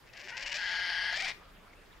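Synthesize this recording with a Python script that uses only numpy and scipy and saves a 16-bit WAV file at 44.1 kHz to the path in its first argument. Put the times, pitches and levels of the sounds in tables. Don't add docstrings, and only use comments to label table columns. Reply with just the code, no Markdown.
import sys
import numpy as np
from scipy import signal
from scipy.fft import rfft, irfft
from scipy.io import wavfile
from scipy.ndimage import uniform_filter1d

SR = 44100
rng = np.random.default_rng(int(sys.argv[2]) if len(sys.argv) > 2 else 0)


def wav_out(sig):
    wavfile.write(sys.argv[1], SR, np.round(np.clip(np.atleast_2d(sig).T, -1, 1) * 32767).astype(np.int16))


N = 88200
T = np.arange(N) / SR

# frequency in Hz, level in dB.
SNAP_SPECTRUM = [(400, -31.5), (1200, -15.5), (1900, 3.5), (2700, 4), (3700, -6), (4600, -1.5), (5400, -2),
                 (6100, -9), (7000, -10.5), (8000, -20), (9500, -32.5), (11000, -36.5), (15000, -40)]


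def from_db(db):
    return 10 ** (np.asarray(db) / 20)


def rms_one(x):
    return x / np.sqrt(np.mean(x ** 2) + 1e-20)


def at_hz(points, hz):
    row_hz, values = np.transpose(points)
    return np.interp(np.log(np.maximum(hz, 1)), np.log(row_hz), values)


def envelope(rows):
    return from_db(np.interp(T, *np.transpose(rows), left=-140, right=-140))


def drift(rate_hz):
    hz = np.fft.rfftfreq(2 * N, 1 / SR)
    noise = rfft(rng.standard_normal(2 * N))
    return rms_one(irfft(noise / (1 + (hz / rate_hz) ** 2) ** 2)[:N])


def gate(start, end, edge_s):
    return np.clip(np.minimum(T - start, end - T) / edge_s + .5, 0, 1)


def voiced(pulses, spectrum, window=600):
    gains = from_db(at_hz(spectrum, np.fft.rfftfreq(2 * N, 1 / SR)))
    cepstrum = irfft(np.log(gains))
    cepstrum[1:N] *= 2
    cepstrum[N + 1:] = 0
    ringing = irfft(rfft(pulses, 2 * N) * np.exp(rfft(cepstrum)))[:N]
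    power = np.abs(uniform_filter1d(ringing ** 2, size=window))
    return ringing / np.sqrt(power + 1e-12)


def airy_pulses(times, sizes, air, puff_s=.002):
    fine = np.zeros(4 * N)
    slots = np.clip(times * SR * 4, 0, len(fine) - 1).astype(int)
    np.add.at(fine, slots, -sizes)
    pulses = signal.resample_poly(fine, 1, 4)
    t = np.arange(-200, 201) / SR
    puffs = signal.fftconvolve(np.abs(pulses), np.exp(-(2 * t / puff_s) ** 2), "same")
    return rms_one(pulses) + air * rms_one(puffs * rng.standard_normal(N))


def wind_and_water():
    # frequency in Hz, relative level in dB.
    spectrum = [(20, -3.5), (42, -6.5), (110, -13.5), (240, -17), (400, -16), (600, -18), (1000, -19.5),
                (1300, -18.5), (1750, -19.5), (2600, -23.5), (4000, -29.5), (8000, -39.5), (15500, -43)]
    # frequency in Hz, likeness (1 means the same).
    likeness = [(60, 0.8), (180, 0.93), (550, 0.36), (1650, 0.54), (4970, 0.23), (15000, 1)]
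    # time in seconds, level in dB.
    loudness = [(0, -57.5), (1.35, -56), (2, -57)]
    flicker_db = 1.94
    edges = 20 * 2 ** np.arange(0, 10.1, .5)
    white = rng.standard_normal((2, 2, N))
    wash = 0
    for k, (low, high) in enumerate(zip(edges, edges[1:])):
        band = signal.butter(2, [low, high], "band", fs=SR, output="sos")
        middle, side = signal.sosfilt(band, white[k % 2])
        hz = np.sqrt(low * high)
        alike = np.clip(at_hz(likeness, hz), -1, 1)
        stereo = np.sqrt(1 + alike) * middle + np.sqrt(1 - alike) * side * [[1], [-1]]
        wash += from_db(at_hz(spectrum, hz) + flicker_db * drift(25)) * stereo
    return from_db(np.interp(T, *np.transpose(loudness))) * rms_one(wash)


def pulse_train(pitch_rows, spread_db=2.74, stutter_db=-8.5):
    seconds, hz, jitter = np.transpose(pitch_rows)
    gap_chance, size_chance = rng.standard_normal((2000, 2)).T
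    t, times = 0, []
    while t < T[-1] and len(times) < len(gap_chance):
        stretch = np.exp(np.interp(t, seconds, jitter) * gap_chance[len(times)])
        times.append(t)
        t += stretch / np.interp(t, seconds, hz)
    times = np.array(times)
    weak = (times > .26) & (times < .28) & (np.arange(len(times)) % 3 > 0)
    sizes = from_db(spread_db * size_chance[:len(times)] + stutter_db * weak)
    return airy_pulses(times, sizes, air=.49)


def creak_and_squeal():
    # time in seconds, pitch in Hz,
    # unevenness as a share of the gap between pulses.
    creak_pitch = [(.09, 253.2, 0.022), (.125, 557, 0.079), (.145, 650.7, 0.084), (.17, 539.8, 0.058),
                   (.215, 543.4, 0.056), (.228, 579.6, 0.06), (.275, 590.8, .05), (.29, 483.6, 0.14),
                   (.318, 455.6, 0.015), (.352, 499.3, 0.018), (.375, 527.1, .035), (.42, 544.2, .09),
                   (.48, 558.3, 0.061), (.52, 569.5, 0.068), (.56, 600.8, 0.03), (.58, 693, 0.11)]
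    squeal_pitch = [(1.13, 661, 0.062), (1.15, 864, 0.076), (1.166, 576.3, 0.024), (1.178, 601.7, 0.041),
                    (1.186, 850.7, 0.049), (1.203, 619, 0.023), (1.214, 670, 0.036), (1.228, 776.2, 0.015),
                    (1.245, 773, 0.031), (1.254, 701.2, .08), (1.269, 947.3, 0.12), (1.285, 620, .25),
                    (1.305, 478.9, .35)]
    # time in seconds, level in dB.
    creak_level = [(.04, -98.5), (.075, -60.5), (.115, -70.5), (.145, -53.5), (.2, -50.5), (.26, -51.5),
                   (.295, -44), (.318, -49.5), (.355, -48), (.385, -43), (.445, -46.5), (.47, -43),
                   (.495, -46.5), (.525, -44), (.57, -44), (.595, -76)]
    squeal_level = [(1.1, -65), (1.125, -40), (1.15, -49), (1.18, -41.5), (1.24, -35), (1.27, -36),
                    (1.295, -37.5), (1.312, -39.5), (1.326, -47.5)]
    # frequency in Hz, level in dB.
    creak_spectrum = [(300, -38), (540, -9.5), (700, -2), (900, -2), (1180, -15), (1600, 1), (2000, 4),
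                      (2400, 0), (2850, -3), (3500, -12.5), (5300, -12.5), (7500, -28), (10000, -54.5)]
    squeal_spectrum = [(350, -22), (720, -12.5), (1150, -15), (1600, -11.5), (1950, -2), (2320, -2),
                       (2800, -15), (3400, -11.5), (4000, -13.5), (5300, -16.5), (6500, -30), (9500, -35),
                       (11000, -50)]
    # start and end in seconds, level in dB.
    snap_moments = [(0.064, .092, -67), (0.132, 0.139, -52.5), (0.169, 0.179, -50.5), (0.194, 0.219, -52.5),
                    (0.235, 0.275, -54.5), (0.286, 0.307, -47.5), (0.369, 0.385, -42), (.393, 0.4, -47),
                    (0.407, 0.415, -45), (.42, 0.439, -41.5), (0.46, .484, -40.5), (0.489, 0.505, -44),
                    (0.517, .532, -37.5), (0.542, 0.576, -37.5), (1.126, 1.134, -47), (1.159, 1.177, -38),
                    (1.181, 1.195, -46), (1.2, 1.213, -37), (1.223, 1.225, -32), (1.246, 1.258, -42),
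                    (1.279, 1.299, -40.5)]
    pulses = pulse_train(creak_pitch + squeal_pitch)
    creak = envelope(creak_level) * voiced(pulses, creak_spectrum)
    squeal = envelope(squeal_level) * voiced(pulses, squeal_spectrum)
    snap_gain = sum(from_db(db) * gate(start, end, edge_s=.0018) for start, end, db in snap_moments)
    return creak + squeal + snap_gain * voiced(pulses, SNAP_SPECTRUM)


def splashes(wander=.07):
    # time of the peak in seconds, pitch in Hz, fade time in seconds, level in dB.
    plips = [(0.099, 2600, 0.0049, -53), (0.261, 391, 0.013, -54.5), (1.433, 1250, 0.08, -59),
             (1.565, 2700, 0.0085, -61.5), (1.676, 1320, 0.011, -55.5), (1.707, 2150, .012, -61),
             (1.735, 2200, 0.0042, -52), (1.79, 2600, 0.05, -63.5), (1.912, 1750, 0.01, -60),
             (1.931, 3600, 0.0061, -61)]
    sound = 0
    for peak, hz, fade_s, db in plips:
        swell = np.exp(-((T - peak) / fade_s) ** 2)
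        pitch = hz * (1 + wander * drift(413))
        sound += from_db(db) * swell * np.sin(2 * np.pi * np.cumsum(pitch) / SR)
    return sound


def squeaks(wander=.012):
    # start and end in seconds, first and last pitch in Hz,
    # then the levels in dB of the tones at one, two and three times that pitch.
    clear_moments = [(0.313, 0.335, 771, 700, -76, -48.5, -57), (0.322, 0.345, 885, 983, -54, -51, -53),
                     (0.346, .361, 778, 772, -78, -49, -66), (0.348, 0.381, 975, 843, -55, -51, -55),
                     (0.445, 0.462, 988, 950, -61, -67, -46), (0.465, 0.484, 904.7, 942, -57, -68, -45),
                     (0.505, 0.537, 968, 940, -55, -61, -44.5), (0.53, 0.559, 847.7, 800, -65, -48.5, -57),
                     (.553, .572, 572, 661, -51.5, -68, -52), (1.124, 1.136, 647, 704, -49, -52, -36.5),
                     (1.141, 1.162, 847, 898.6, -59, -37.5, -58),
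                     (1.166, 1.183, 570, 693.2, -51.5, -67, -50),
                     (1.181, 1.204, 784.5, 792, -57, -58, -38.5), (1.229, 1.243, 772, 765, -50, -74, -44)]
    sound = 0
    for start, end, first_hz, last_hz, *levels in clear_moments:
        hz = np.interp(T, [start, end], [first_hz, last_hz]) * (1 + wander * drift(198))
        phase = 2 * np.pi * np.cumsum(hz) / SR
        tone = sum(from_db(db) * np.sqrt(2) * np.sin(k * phase) for k, db in enumerate(levels, 1))
        sound += gate(start, end, edge_s=.00674) * tone
    return sound


def rasp_tones(warble_hz=19, warble_depth=.016, flicker_db=1.5):
    # pitch in Hz, relative level in dB, random wander as a share of the pitch.
    tones = [(882.4, -19.5, 0.0099), (1640, -3.5, 0.0134), (2057, -16, .02), (3097, -16.5, .02)]
    warble_rate = warble_hz * (1 + .2945 * drift(14))
    warble = warble_depth * np.sin(2 * np.pi * np.cumsum(warble_rate) / SR)
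    rise = 1.2 * np.clip(T - 1.11, 0, .1)
    sound = 0
    for hz, db, wander in tones:
        flicker = from_db(flicker_db * drift(120))
        pitch = hz * (1 + warble + rise + wander * drift(146))
        sound += from_db(db) * rms_one(flicker * np.sin(2 * np.pi * np.cumsum(pitch) / SR))
    return sound


def rasp():
    # time in seconds, level in dB.
    loudness = [(.55, -72), (.58, -39), (.7, -35.5), (.9, -34.5), (1.1, -35), (1.155, -36.5), (1.185, -42),
                (1.22, -77)]
    # frequency in Hz, level in dB.
    spectrum = [(300, -43.5), (550, -20), (720, -11), (900, -17), (1130, -17), (1350, -10.5), (1600, -2),
                (2020, 2), (2550, -12), (3120, -2.5), (3700, -13), (4550, -5.5), (5500, -13), (5950, -24.5),
                (6400, -23), (7800, -33), (9100, -33), (11000, -52.5)]
    flutter_hz, gap_s, jitter_s = 180.3, .00113, .00016
    cycles = np.cumsum(flutter_hz * np.exp(.06 * drift(90))) / SR
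    starts = np.interp(np.arange(1, int(cycles[-1])), cycles, T)
    chance = rng.standard_normal((500, 2, 5))[:len(starts)]
    place = np.arange(5)
    times = starts[:, None] + gap_s * place + jitter_s * chance[:, 0]
    sizes = from_db(.1 * chance[:, 1] - place)
    pulses = airy_pulses(times.ravel(), sizes.ravel(), air=1)
    flutter = np.sin(2 * np.pi * cycles)
    rattle = from_db(-2) * voiced(pulses, spectrum, window=160) * rms_one(1 + .21 * flutter)
    edge_db = -12.5 - 59 * np.maximum(T - .57, 0)
    edge = from_db(edge_db) * voiced(pulses, SNAP_SPECTRUM)
    tones = rms_one(1 + .41 * flutter) * rasp_tones()
    return envelope(loudness) * (rattle + edge + tones)


def sliding_notch(voice, depth_db=-11, width_hz=770):
    # time in seconds, centre frequency in Hz.
    path = [(.5, 10300), (.65, 8677), (.85, 7740), (1.08, 7180), (1.14, 8505), (1.19, 10300), (1.29, 10900)]
    hz, seconds, frames = signal.stft(voice, SR, nperseg=256)
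    centre_hz = np.interp(seconds, *np.transpose(path))
    dip = np.exp(-((hz[:, None] - centre_hz) / width_hz) ** 2)
    return signal.istft(frames * from_db(depth_db * dip), SR)[1][:N]


def reflections(call, level_db=-10.5, fade_s=.26):
    t = T[:SR // 4]
    tail = rng.standard_normal((2, len(t))) * from_db(-60 * t / fade_s) * (t > .002)
    tail /= np.sqrt(np.sum(tail ** 2, axis=1, keepdims=True))
    return from_db(level_db) * signal.fftconvolve(call[None], tail, axes=1)[:, :N]


def scene():
    call = sliding_notch(creak_and_squeal() + rasp()) + squeaks()
    pan = from_db([[2.5], [-2.5]])
    return pan * (call + reflections(call)) + wind_and_water() + splashes()


def record(dry):
    cutoff_hz = 15750
    return signal.sosfilt(signal.ellip(12, .2, 80, cutoff_hz, fs=SR, output="sos"), dry)


dry = scene()
out = record(dry)
wav_out(out)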